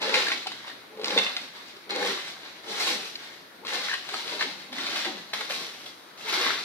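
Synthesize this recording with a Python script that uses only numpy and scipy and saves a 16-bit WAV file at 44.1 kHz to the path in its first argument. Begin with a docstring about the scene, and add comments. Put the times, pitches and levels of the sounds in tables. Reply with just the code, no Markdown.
"""Dry leaves crackle and fizz as a wire rake is dragged through them in strokes over hard dirt.
Tines chatter, twigs snap and struck wires ring: random clicks and short dying tones make these sounds.
Bumps in the dirt shake the rake and a hollow under the heap, through resonances that can glide.
Reflections of a tiled carport blur it all, over a faint far yard hiss made of smooth noise.
The handheld two-port microphone turns slowly towards the rake."""
import sys
import numpy as np
from scipy import signal
from scipy.fft import rfft, irfft
from scipy.io import wavfile
from scipy.ndimage import uniform_filter1d, map_coordinates

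SR = 44100
rng = np.random.default_rng(int(sys.argv[2]) if len(sys.argv) > 2 else 0)


def output_pcm(signal):
    """Save a mono or channel-first signal as 16-bit PCM at the path in sys.argv[1].

    Samples are clipped to [-1, 1] before scaling.
    """
    pcm = np.clip(np.atleast_2d(signal).T, -1, 1) * 32767
    wavfile.write(sys.argv[1], SR, np.round(pcm).astype(np.int16))


N = 292824  # length in samples
STEP = 32  # stroke envelopes are worked out once every 32 samples

# Pulls of the rake through the leaves, with levels before mixing.
# Each row: start in seconds, rise in seconds, hold in seconds, crackle level in dB, swell over the hold
# in dB, tine chatter against crackle in dB, leaf crispness against crackle in dB.
LEAF_STROKES = [(0.0, 0.023, 0.13, -29.5, 0.5, -4, -13.5), (0.126, 0.011, 0.0042, -33, 7, -11, -12),
                (0.58, 0.095, 0.0059, -48, -6, 5.5, -10), (1.035, 0.024, 0.12, -32, 4.5, -4.5, -12.5),
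                (1.536, 0.027, 0.0092, -43, -3, -6, -13), (1.893, 0.0049, 0.21, -35, -3.5, -2.5, -14),
                (1.937, 0.1, 0.19, -33.5, -7.5, -5, -9), (2.394, 0.047, 0.018, -46.5, 2, -4, -18),
                (2.634, 0.1, 0.14, -33.5, 5.5, -9.5, -8), (3.166, 0.031, 0.16, -46, -6.5, -2, -16),
                (3.652, 0.012, 0.07, -39.5, 10, -3.5, -10.5), (3.829, 0.0041, 0.022, -36.5, 1.5, -24, -15),
                (4.038, 0.11, 0.074, -36.5, -4, -5, -8), (4.236, 0.062, 0.19, -35, -9, -10, -10.5),
                (4.393, 0.021, 0.032, -34.5, -20, 8.5, -24), (4.716, 0.058, 0.19, -33, 4, -10, -13),
                (5.034, 0.036, 0.0098, -49, -13, 16, -20), (5.331, 0.0042, 0.025, -27, -8.5, -5, -8.5),
                (5.49, 0.011, 0.025, -30, -1, -12, -8), (5.818, 0.024, 0.0099, -52.5, -4.5, 0, 0.5),
                (6.171, 0.0057, 0.11, -42.5, 2, -18, -9.5), (6.236, 0.056, 0.17, -32, 5.5, -2, -10.5)]
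# After a pull the leaves settle slowly: rise in dB, quick fall in dB per second,
# level of the settling in dB, its slow fall in dB per second.
LEAF_SHAPE = (14, 80, -17, 29.5)
# Sound colour of the leaf crackle. Each row: frequency in Hz, level in dB per Hz.
LEAF_SPECTRUM = [(350, -23), (600, -3), (859, -2.5), (1020, -5.5), (1170, -2.5), (1280, -1), (2090, 0),
                 (2870, 0), (4110, 3.5), (7500, -16), (9750, -30), (16500, -120)]
# Sound colour of the crisp leaf fizz. Each row: frequency in Hz, level in dB per Hz.
FIZZ_SPECTRUM = [(3240, -4.5), (5500, 4.5), (7000, -4), (8120, -5), (9550, -6.5), (11000, -9.5),
                 (12800, -7.5), (15700, -32)]
# Resonances of the tines. Each row: pitch in Hz, width in Hz, level in dB.
TINE_MODES = [(1270, 470, 2.5), (1610, 240, 1), (1853, 233, 2.5), (2062, 130, 1.5), (3700, 350, -0.5)]

# The rake head dragging on dirt, with levels before mixing.
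# Each row: start in seconds, rise in seconds, hold in seconds, level in dB, swell over the hold in dB,
# hollow resonance at the start in Hz, its glide in Hz per second.
DRAG_STROKES = [(0.0, 0.00087, 0.15, -33, 1, 461, 100), (0.123, 0.044, 0.18, -37, -8.5, 463, -500),
                (0.894, 0.013, .13, -50, 16, 435, 48), (1.059, 0.012, 0.11, -39, 9.5, 437, 298),
                (1.871, 0.047, 0.072, -31.5, 3.5, 440, 114), (2.006, 0.016, 0.073, -39, -1.5, 440, -300),
                (2.624, 0.057, 0.27, -38.5, 1.5, 455, -100), (3.61, 0.027, 0.17, -45, 6, 480, -200),
                (4.068, 0.076, 0.013, -43.5, 0.5, 386, -100), (4.247, 0.078, 0.14, -37.5, -8.5, 446, -100),
                (4.408, 0.034, 0.041, -46, 2.5, 320, -700), (4.684, 0.02, 0.24, -45.5, 5.5, 247, 300),
                (5.039, 0.031, 0.055, -33, -5.5, 393, -1600), (5.365, 0.04, 0.0087, -40.5, -5, 464, -59.5),
                (5.497, 0.016, 0.096, -47.5, 5, 470, -500), (6.133, 0.22, 0.13, -43.5, 6.5, 410, 1)]
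DRAG_SHAPE = (18.5, 156, -14.5, 67)  # same order as LEAF_SHAPE
# Resonances of the handle and head. Each row: pitch in Hz, width in Hz, level in dB.
BODY_MODES = [(204.3, 11.2, -3.5), (375.1, 7.8, 4), (463, 124, -3.5), (577, 70, -6), (798, 130, 0.5)]

# Snaps and knocks, with levels before mixing. Each row: start in seconds, level in dB, pitch in Hz,
# time for the ring to fall 60 dB in seconds, crack of leaf bits against the snap level in dB.
SNAP_EVENTS = [(0.078, -19, 514, 0.033, -20), (0.093, -18, 520, 0.027, -3.5),
               (0.141, -9.5, 2400, 0.024, -4.5), (0.172, -16, 485, 0.014, -26),
               (0.213, -34, 4060, 0.014, -17), (0.268, -13, 1680, 0.02, -13),
               (0.281, -15.5, 1860, 0.011, -5), (0.302, -15, 1430, 0.015, -12),
               (0.318, -15, 2200, 0.024, -2.5), (0.46, -18, 860, 0.009, -19),
               (0.468, -17, 810, 0.015, -4.5), (0.517, -34.5, 950, 0.024, 7.5),
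               (0.679, -25.5, 1250, 0.014, -7), (0.697, -25, 1860, 0.016, -12),
               (0.713, -31, 1690, 0.022, -15), (0.94, -38, 470, 0.032, -27), (0.972, -30, 500, 0.023, -12),
               (0.995, -24.5, 497, 0.015, -13), (1.013, -23, 474, 0.017, -9.5),
               (1.033, -20.5, 440, 0.017, -11), (1.043, -18, 4200, 0.0081, -18),
               (1.101, -20, 450, 0.02, -13), (1.134, -23, 480, 0.0078, -17), (1.163, -13, 463, 0.029, -27),
               (1.176, -2, 3590, 0.017, -18), (1.369, -21.5, 2050, 0.015, -4),
               (1.765, -38.5, 402, 0.047, 1), (1.907, -11, 4220, 0.011, -24), (1.92, -27, 400, 0.053, -22),
               (1.962, -22.5, 470, 0.047, -27), (2.028, -14, 1723, 0.016, -17),
               (3.649, -22, 1060, 0.014, -12), (3.885, -12, 2120, 0.0099, -27),
               (3.884, -21, 1490, 0.017, -25), (3.894, -23.5, 1820, 0.038, -26),
               (3.9, -23, 1750, 0.02, -24), (3.913, -19, 1684, 0.032, -9), (3.928, -24, 1830, 0.022, -28),
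               (3.931, -17, 1600, 0.024, -22), (3.937, -18, 1920, 0.022, -3.5),
               (4.089, -25, 1120, 0.0087, -0.5), (4.137, -23.5, 720, 0.022, -2.5),
               (4.141, -17.5, 1270, 0.022, -22), (4.409, -8, 1880, 0.009, -14),
               (4.424, -4.5, 1770, 0.0071, -15.5), (4.727, -29, 820, 0.011, 1.5),
               (4.783, -21.5, 1980, 0.026, -5), (4.803, -22, 3700, 0.025, -18),
               (4.83, -29, 3550, 0.017, -11), (4.866, -13, 4440, 0.012, -14), (4.957, -24, 1170, 0.02, -8),
               (5.047, -24, 3730, 0.012, 1), (5.053, -21, 2040, 0.03, -8), (5.054, -26, 605, 0.027, -25),
               (5.333, -19, 1840, 0.018, -2.5), (5.408, -29.5, 3900, 0.016, 6.5),
               (5.5, -27, 560, 0.037, -16), (5.506, -17.5, 1800, 0.014, -12), (5.862, -26, 3370, 0.018, -8),
               (6.25, -35, 440, 0.059, -29), (6.279, -26, 2300, 0.021, -15), (6.325, -29, 390, 0.047, -22),
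               (6.371, -34, 370, 0.19, -25), (6.409, -25, 450, 0.049, -22), (6.505, -1, 1420, 0.006, -28)]
# Tines striking a stone. Each row: start in seconds, level in dB before mixing.
STONE_STRIKES = [(1.178, -22), (1.188, -24), (1.212, -35), (1.232, -28), (1.265, -25)]
# Ringing of the struck wires, before a random change at each blow.
# Each row: pitch in Hz, level in dB, time to fall 60 dB in seconds.
WIRE_MODES = [(2120, -2.5, 0.054), (2960, -8, .07), (2736, 2.5, 0.035), (3545, -2, 0.049),
              (3710, -6, 0.049), (4070, -18, 0.05)]
# Dry bright ticks of a tine or a brittle leaf.
# Each row: start in seconds, level in dB before thinning, time to fall 60 dB in seconds.
TICK_EVENTS = [(0.028, -24.5, 0.033), (1.0442, -18.5, 0.02), (1.058, -23, .02), (1.0823, -22, 0.012),
               (1.107, -21, 0.013), (1.187, -16, 0.025), (1.3662, -18, 0.016), (1.908, -27, 0.02),
               (1.961, -21.5, .015), (2.699, -37, .015), (3.155, -28, 0.04), (3.669, -25, 0.018),
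               (3.886, -36, 0.017), (4.279, -29, 0.018), (4.731, -34.5, 0.019), (5.337, -26, 0.017),
               (5.508, -29, 0.018)]
# Sound colour of the ticks. Each row: frequency in Hz, level in dB per Hz.
TICK_SPECTRUM = [(300, -50), (2000, 4.5), (4500, 13.5), (7000, -9), (10000, -20), (15000, -40)]

# How long the carport rings. Each row: frequency in Hz, time to fall 60 dB in seconds.
CARPORT_DECAY = [(200, 0.24), (1000, 0.13), (4000, 0.4), (12000, 0.28)]
# Sound colour of the yard. Each row: frequency in Hz, level in dB per Hz before the whole is leveled.
YARD_SPECTRUM = [(12, -44), (20, -10), (59, -21.5), (181, -1.5), (353, 2.5), (508, -0.5), (2110, -3.5),
                 (2780, -10), (3890, -6), (7390, -23), (8030, -27), (8730, -20), (12900, -20), (15700, -28)]
YARD_DB = -49.5  # overall yard level

# How alike the diffuse sound is at the two ports. Each row: frequency in Hz, likeness from -1 to 1.
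PORT_LIKENESS = [(60, -0.53), (150, 0.82), (380, 0.76), (950, 0.036), (2380, 0.28), (5980, -0.1),
                 (15000, 0.42)]
# How far ahead the left port hears the rake. Each row: time in seconds, lead in milliseconds.
LEFT_LEAD = [(0, 0.12), (3.5, 0.12), (6.64, 0.064)]
# The microphone turns. Each row: time in seconds, left-right level difference in dB.
TURN_PAN = [(0, -1.3), (2.5, -1), (3.5, -0.5), (4.2, 0.5), (4.8, -0.8), (6.64, 0)]
# Difference in colour between the ports. Each row: frequency in Hz, left-right difference in dB.
PORT_BALANCE = [(60, -4), (180, 1.5), (550, 1.5), (1650, 3.5), (4970, 1), (15000, -2.5)]
EDGE_HZ = 15800  # top of the band that is let through


def leaves():
    """Breaking leaves crackle and fizz, and skipping tines chatter, along each stroke."""
    pulls = np.array([pull(*row[:5], *LEAF_SHAPE) for row in LEAF_STROKES])
    tine_db, crisp_db = np.transpose(LEAF_STROKES)[5:]
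    cracks = clicks(3500, spread_db=2.0, clump_db=2.5, clump_s=0.025)
    skips = clicks(1500, spread_db=3.5, clump_db=0.5, clump_s=0.027)
    crackle = filled(pulls.sum(axis=0)) * colour(grains(cracks, 5.5), LEAF_SPECTRUM)
    fizz = filled(gain_of(crisp_db) @ pulls) * colour(cracks, FIZZ_SPECTRUM)
    chatter = filled(gain_of(tine_db) @ pulls) * ring(skips, TINE_MODES)
    return crackle + fizz + chatter


def drag():
    """Small bumps in the dirt shake the rake body and the hollow under the heap of leaves."""
    pulls = np.array([pull(*row[:5], *DRAG_SHAPE) for row in DRAG_STROKES])
    # the loudest pull at each moment sets the hollow
    start, *_, hz, glide = np.transpose(DRAG_STROKES)[:, pulls.argmax(axis=0)]
    glide_s = np.clip(np.arange(0, N, STEP) / SR - start, 0, .3)
    hollow_hz = filled(np.maximum(hz + glide * glide_s, 200))
    bumps = clicks(2000, spread_db=1.5, clump_db=1.6, clump_s=0.01)
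    body = 1.01 * ring(bumps, BODY_MODES)
    hollow = resonate(bumps, hollow_hz, 166)
    overtone = 0.53 * resonate(bumps, 2.08 * hollow_hz, 150)
    return filled(pulls.sum(axis=0)) * evened(body + hollow + overtone)


def snaps():
    """Each snap is a short pitched ring with a noisy crack of broken leaf bits."""
    out, t = np.zeros(N), np.arange(3000) / SR
    grit = rng.standard_normal(N)
    bits, fizz = colour(grit, LEAF_SPECTRUM), colour(grit, FIZZ_SPECTRUM)
    for s, db, hz, t60, crack_db in SNAP_EVENTS:
        at = round(s * SR)
        tone = np.sin(2 * np.pi * hz * t)
        if hz > 600:  # higher snaps also have a weak lower tone
            tone = tone + 0.15 * np.sin(2 * np.pi * 0.564 * hz * t)
        crack = bits[at:at + len(t)] * gain_of(crack_db - 60 * t / 0.04)
        # the bright part is weaker but lasts longer
        crack += fizz[at:at + len(t)] * gain_of(crack_db - 19 - 60 * t / 0.058)
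        ringing = tone * gain_of(-60 * t / max(t60, .004))
        soft_start = 1 - np.exp(-t / 0.0012)
        out[at:at + len(t)] += gain_of(db) * (ringing + crack) * soft_start
    return out


def strikes():
    """Struck wires ring as dying tones, with slightly different pitches and levels at each blow."""
    out, t = np.zeros(N), np.arange(12000) / SR
    chances = rng.standard_normal((len(STONE_STRIKES), len(WIRE_MODES)))
    for (s, db), chance in zip(STONE_STRIKES, chances):
        wires = np.zeros(len(t))
        for (hz, wire_db, t60), c in zip(WIRE_MODES, chance):
            tone = np.sin(2 * np.pi * hz * (1 + 0.0084 * c) * t)
            wires += gain_of(wire_db + 2.0 * c - 60 * t / t60) * tone
        out[round(s * SR):][:len(t)] += gain_of(db) * wires
    return out


def ticks():
    """Each tick is a burst of bright noise that starts at once and quickly dies away."""
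    envelope, t = np.zeros(N), np.arange(2000) / SR
    for s, db, t60 in TICK_EVENTS:
        envelope[round(s * SR):][:len(t)] += gain_of(db - 60 * t / max(t60, .003))
    return envelope * colour(rng.standard_normal(N), TICK_SPECTRUM)


def carport(x, count=8):
    """Rake and listener move, so the sound passes through one set of reflections after another."""
    place = np.arange(N) / SR / .11  # a new set every 110 ms, returning to the first after the last
    out = np.zeros((2, N))
    for k in range(count):
        apart = (place - k + count / 2) % count - count / 2
        fade = np.cos(np.pi / 2 * np.clip(apart, -1, 1))
        out += signal.oaconvolve(x[None] * fade, reflections(), axes=1)[:, :N]
    return out


def reflections():
    """Sparse reflections off walls, tiles and car, each band dying at its own speed."""
    taps = np.zeros((2, SR // 2))
    # one reflection at a random place in every 20 samples
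    at = np.arange(60, SR // 2 - 20, 20) + rng.integers(0, 20, (2, (SR // 2 - 61) // 20))
    np.put_along_axis(taps, at, rng.choice([-1., 1.], at.shape), 1)
    hz, t, z = signal.stft(taps, SR, nperseg=256)
    decay = gain_of(-60 * t / read(CARPORT_DECAY, hz)[:, None])
    tail = signal.istft(pair(*z, hz) * decay, SR, nperseg=256)[1]
    return tail / np.linalg.norm(tail, axis=1)[:, None]


def yard():
    """Far traffic and leaves in the air: smooth noise with faint drifting patches."""
    hz = np.fft.rfftfreq(1024, 1 / SR)
    a, b, c, d, patches = rng.standard_normal((N // 256 + 5, 513, 5)).T
    patches = uniform_filter1d(patches, size=12, axis=0)  # smooth across frequency
    patches = evened(uniform_filter1d(patches, size=14, axis=1))  # then across time
    level_db = read(YARD_SPECTRUM, hz)[:, None] + 1.4 * patches
    z = pair(a + 1j * b, c + 1j * d, hz) * gain_of(level_db)
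    noise = signal.istft(z, nperseg=1024, noverlap=768)[1][:, :N]
    return gain_of(YARD_DB) * evened(noise)


def clicks(per_s, spread_db, clump_db, clump_s):
    """Random clicks, a few of them large, growing louder in clumps that start sharply and fade."""
    size = gain_of(spread_db * np.minimum(rng.exponential(1, N), 5)) * rng.choice([-1., 1.], N)
    starts = rng.exponential(1, N) * (rng.random(N) < 1 / (clump_s * SR))
    clumps = signal.lfilter([1], [1, -np.exp(-1 / (clump_s * SR))], starts)
    return size * (rng.random(N) < per_s / SR) * gain_of(clump_db * np.minimum(clumps, 4))


def grains(x, cycles, count=14):
    """Each click becomes a short burst at one of several pitches, as leaves differ in size."""
    kind, out = rng.integers(0, count, N), np.zeros(N)
    for k, hz in enumerate(np.geomspace(600, 7500, count)):
        turns = np.arange(0, cycles, hz / SR)
        burst = np.sin(np.pi * turns / cycles) ** 2 * np.sin(2 * np.pi * turns)
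        # scaled so that every pitch is equally strong per Hz
        out += signal.oaconvolve(x * (kind == k), burst * hz / SR)[:N]
    return out


def ring(x, modes):
    """Each click sets a few damped resonances ringing, with a soft start."""
    t = np.arange(3000) / SR
    taps = np.zeros(len(t))
    for hz, width, db in modes:
        swell_and_fade = width ** 1.9 * t * np.exp(-2 * np.pi * width * t)
        taps += gain_of(db) * swell_and_fade * np.sin(2 * np.pi * hz * t)
    return evened(signal.oaconvolve(x, taps)[:N])


def resonate(x, hz, width):
    """A moving resonance: shift its pitch down to zero, smooth twice, shift back."""
    turn, r = np.exp(2j * np.pi * np.cumsum(hz) / SR), np.exp(-np.pi * width / SR)
    smooth = signal.lfilter([1], [1, -2 * r, r * r], x / turn + 1e-18)
    return evened((turn * smooth).real)


def pull(start, rise, hold, db, swell_db, rise_db, fall_db, settle_db, slow_db):
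    """Gain of one pull: rise, hold with a swell, quick fall, and a faint slow settling."""
    t = np.arange(0, N, STEP) / SR - start
    after = np.maximum(t - rise - hold, 0)
    shape_db = np.interp(t, [0, rise, rise + hold], [db - rise_db, db, db + swell_db])
    fall = gain_of(-fall_db * after) + gain_of(settle_db - slow_db * after)
    return (t >= 0) * gain_of(shape_db) * fall


def filled(curve):
    """Spreads a coarse envelope over every sample."""
    return np.interp(np.arange(N), np.arange(0, N, STEP), curve)


def colour(x, points):
    """Gives a sound the wanted spectrum with a filter that never responds ahead of its input."""
    level_db = read(points, abs(np.fft.fftfreq(4096, 1 / SR)))
    log_gain = np.log(gain_of(np.maximum(level_db, -100)))
    # minimum phase puts the filter's energy as early as possible
    taps = np.fft.ifft(np.exp(np.conj(signal.hilbert(log_gain)))).real[:2048]
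    return evened(signal.oaconvolve(x, taps)[:N])


def pair(a, b, hz):
    """Mixes two spectra so the ports are as alike at each frequency as PORT_LIKENESS says."""
    same = np.clip(read(PORT_LIKENESS, hz), -1, 1)[:, None]
    return np.array([a, same * a + np.sqrt(1 - same ** 2) * b])


def ports(x, lead_ms):
    """Sound reaches the first port lead_ms milliseconds before the second."""
    late = np.arange(N) - lead_ms * SR / 1000
    return np.array([x, map_coordinates(x, [late], order=3)])


def read(points, hz):
    """Reads a table of values on a log-frequency axis."""
    f, value = np.transpose(points)
    return np.interp(np.log(hz + 1), np.log(f + 1), value)


def gain_of(db):
    """Turns decibels into amplitude."""
    return 10 ** (np.asarray(db) / 20)


def evened(x):
    """Scales to an average (rms) level of 1."""
    return x / np.sqrt(np.mean(x ** 2) + 1e-20)


def scene():
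    """Adds direct sound, the diffuse carport and the yard."""
    t = np.arange(N) / SR
    thin = signal.butter(6, 165, "high", fs=SR, output="sos")  # small sources give out no bass
    sources = [leaves() + drag(), snaps() + strikes(), leaves(), ticks()]
    scrape, hits, far, bright = signal.sosfilt(thin, sources)
    lead_ms = np.interp(t, *np.transpose(LEFT_LEAD))
    direct = ports(gain_of(-6.5) * scrape + hits + bright, lead_ms)
    # leaves at the far end of the heap reach the right port first
    scattered = gain_of(-8.5) * ports(far, np.full(N, .2))[::-1]
    wet = gain_of(-4.0) * carport(scrape + gain_of(2.0) * hits)
    pan_db = np.interp(t, *np.transpose(TURN_PAN))
    return (direct + scattered + wet) * gain_of([pan_db / 2, -pan_db / 2]) + yard()


def record(dry):
    """The ports differ a little in colour, and the highest treble is cut off."""
    tilt_db = read(PORT_BALANCE, np.fft.rfftfreq(N, 1 / SR)) / 2
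    tilted = irfft(rfft(dry) * gain_of([tilt_db, -tilt_db]), N)
    low_pass = signal.firwin(511, EDGE_HZ, window=("kaiser", 9), fs=SR)
    return signal.oaconvolve(tilted, low_pass[None], "same")


dry = scene()
out = record(dry)
output_pcm(out)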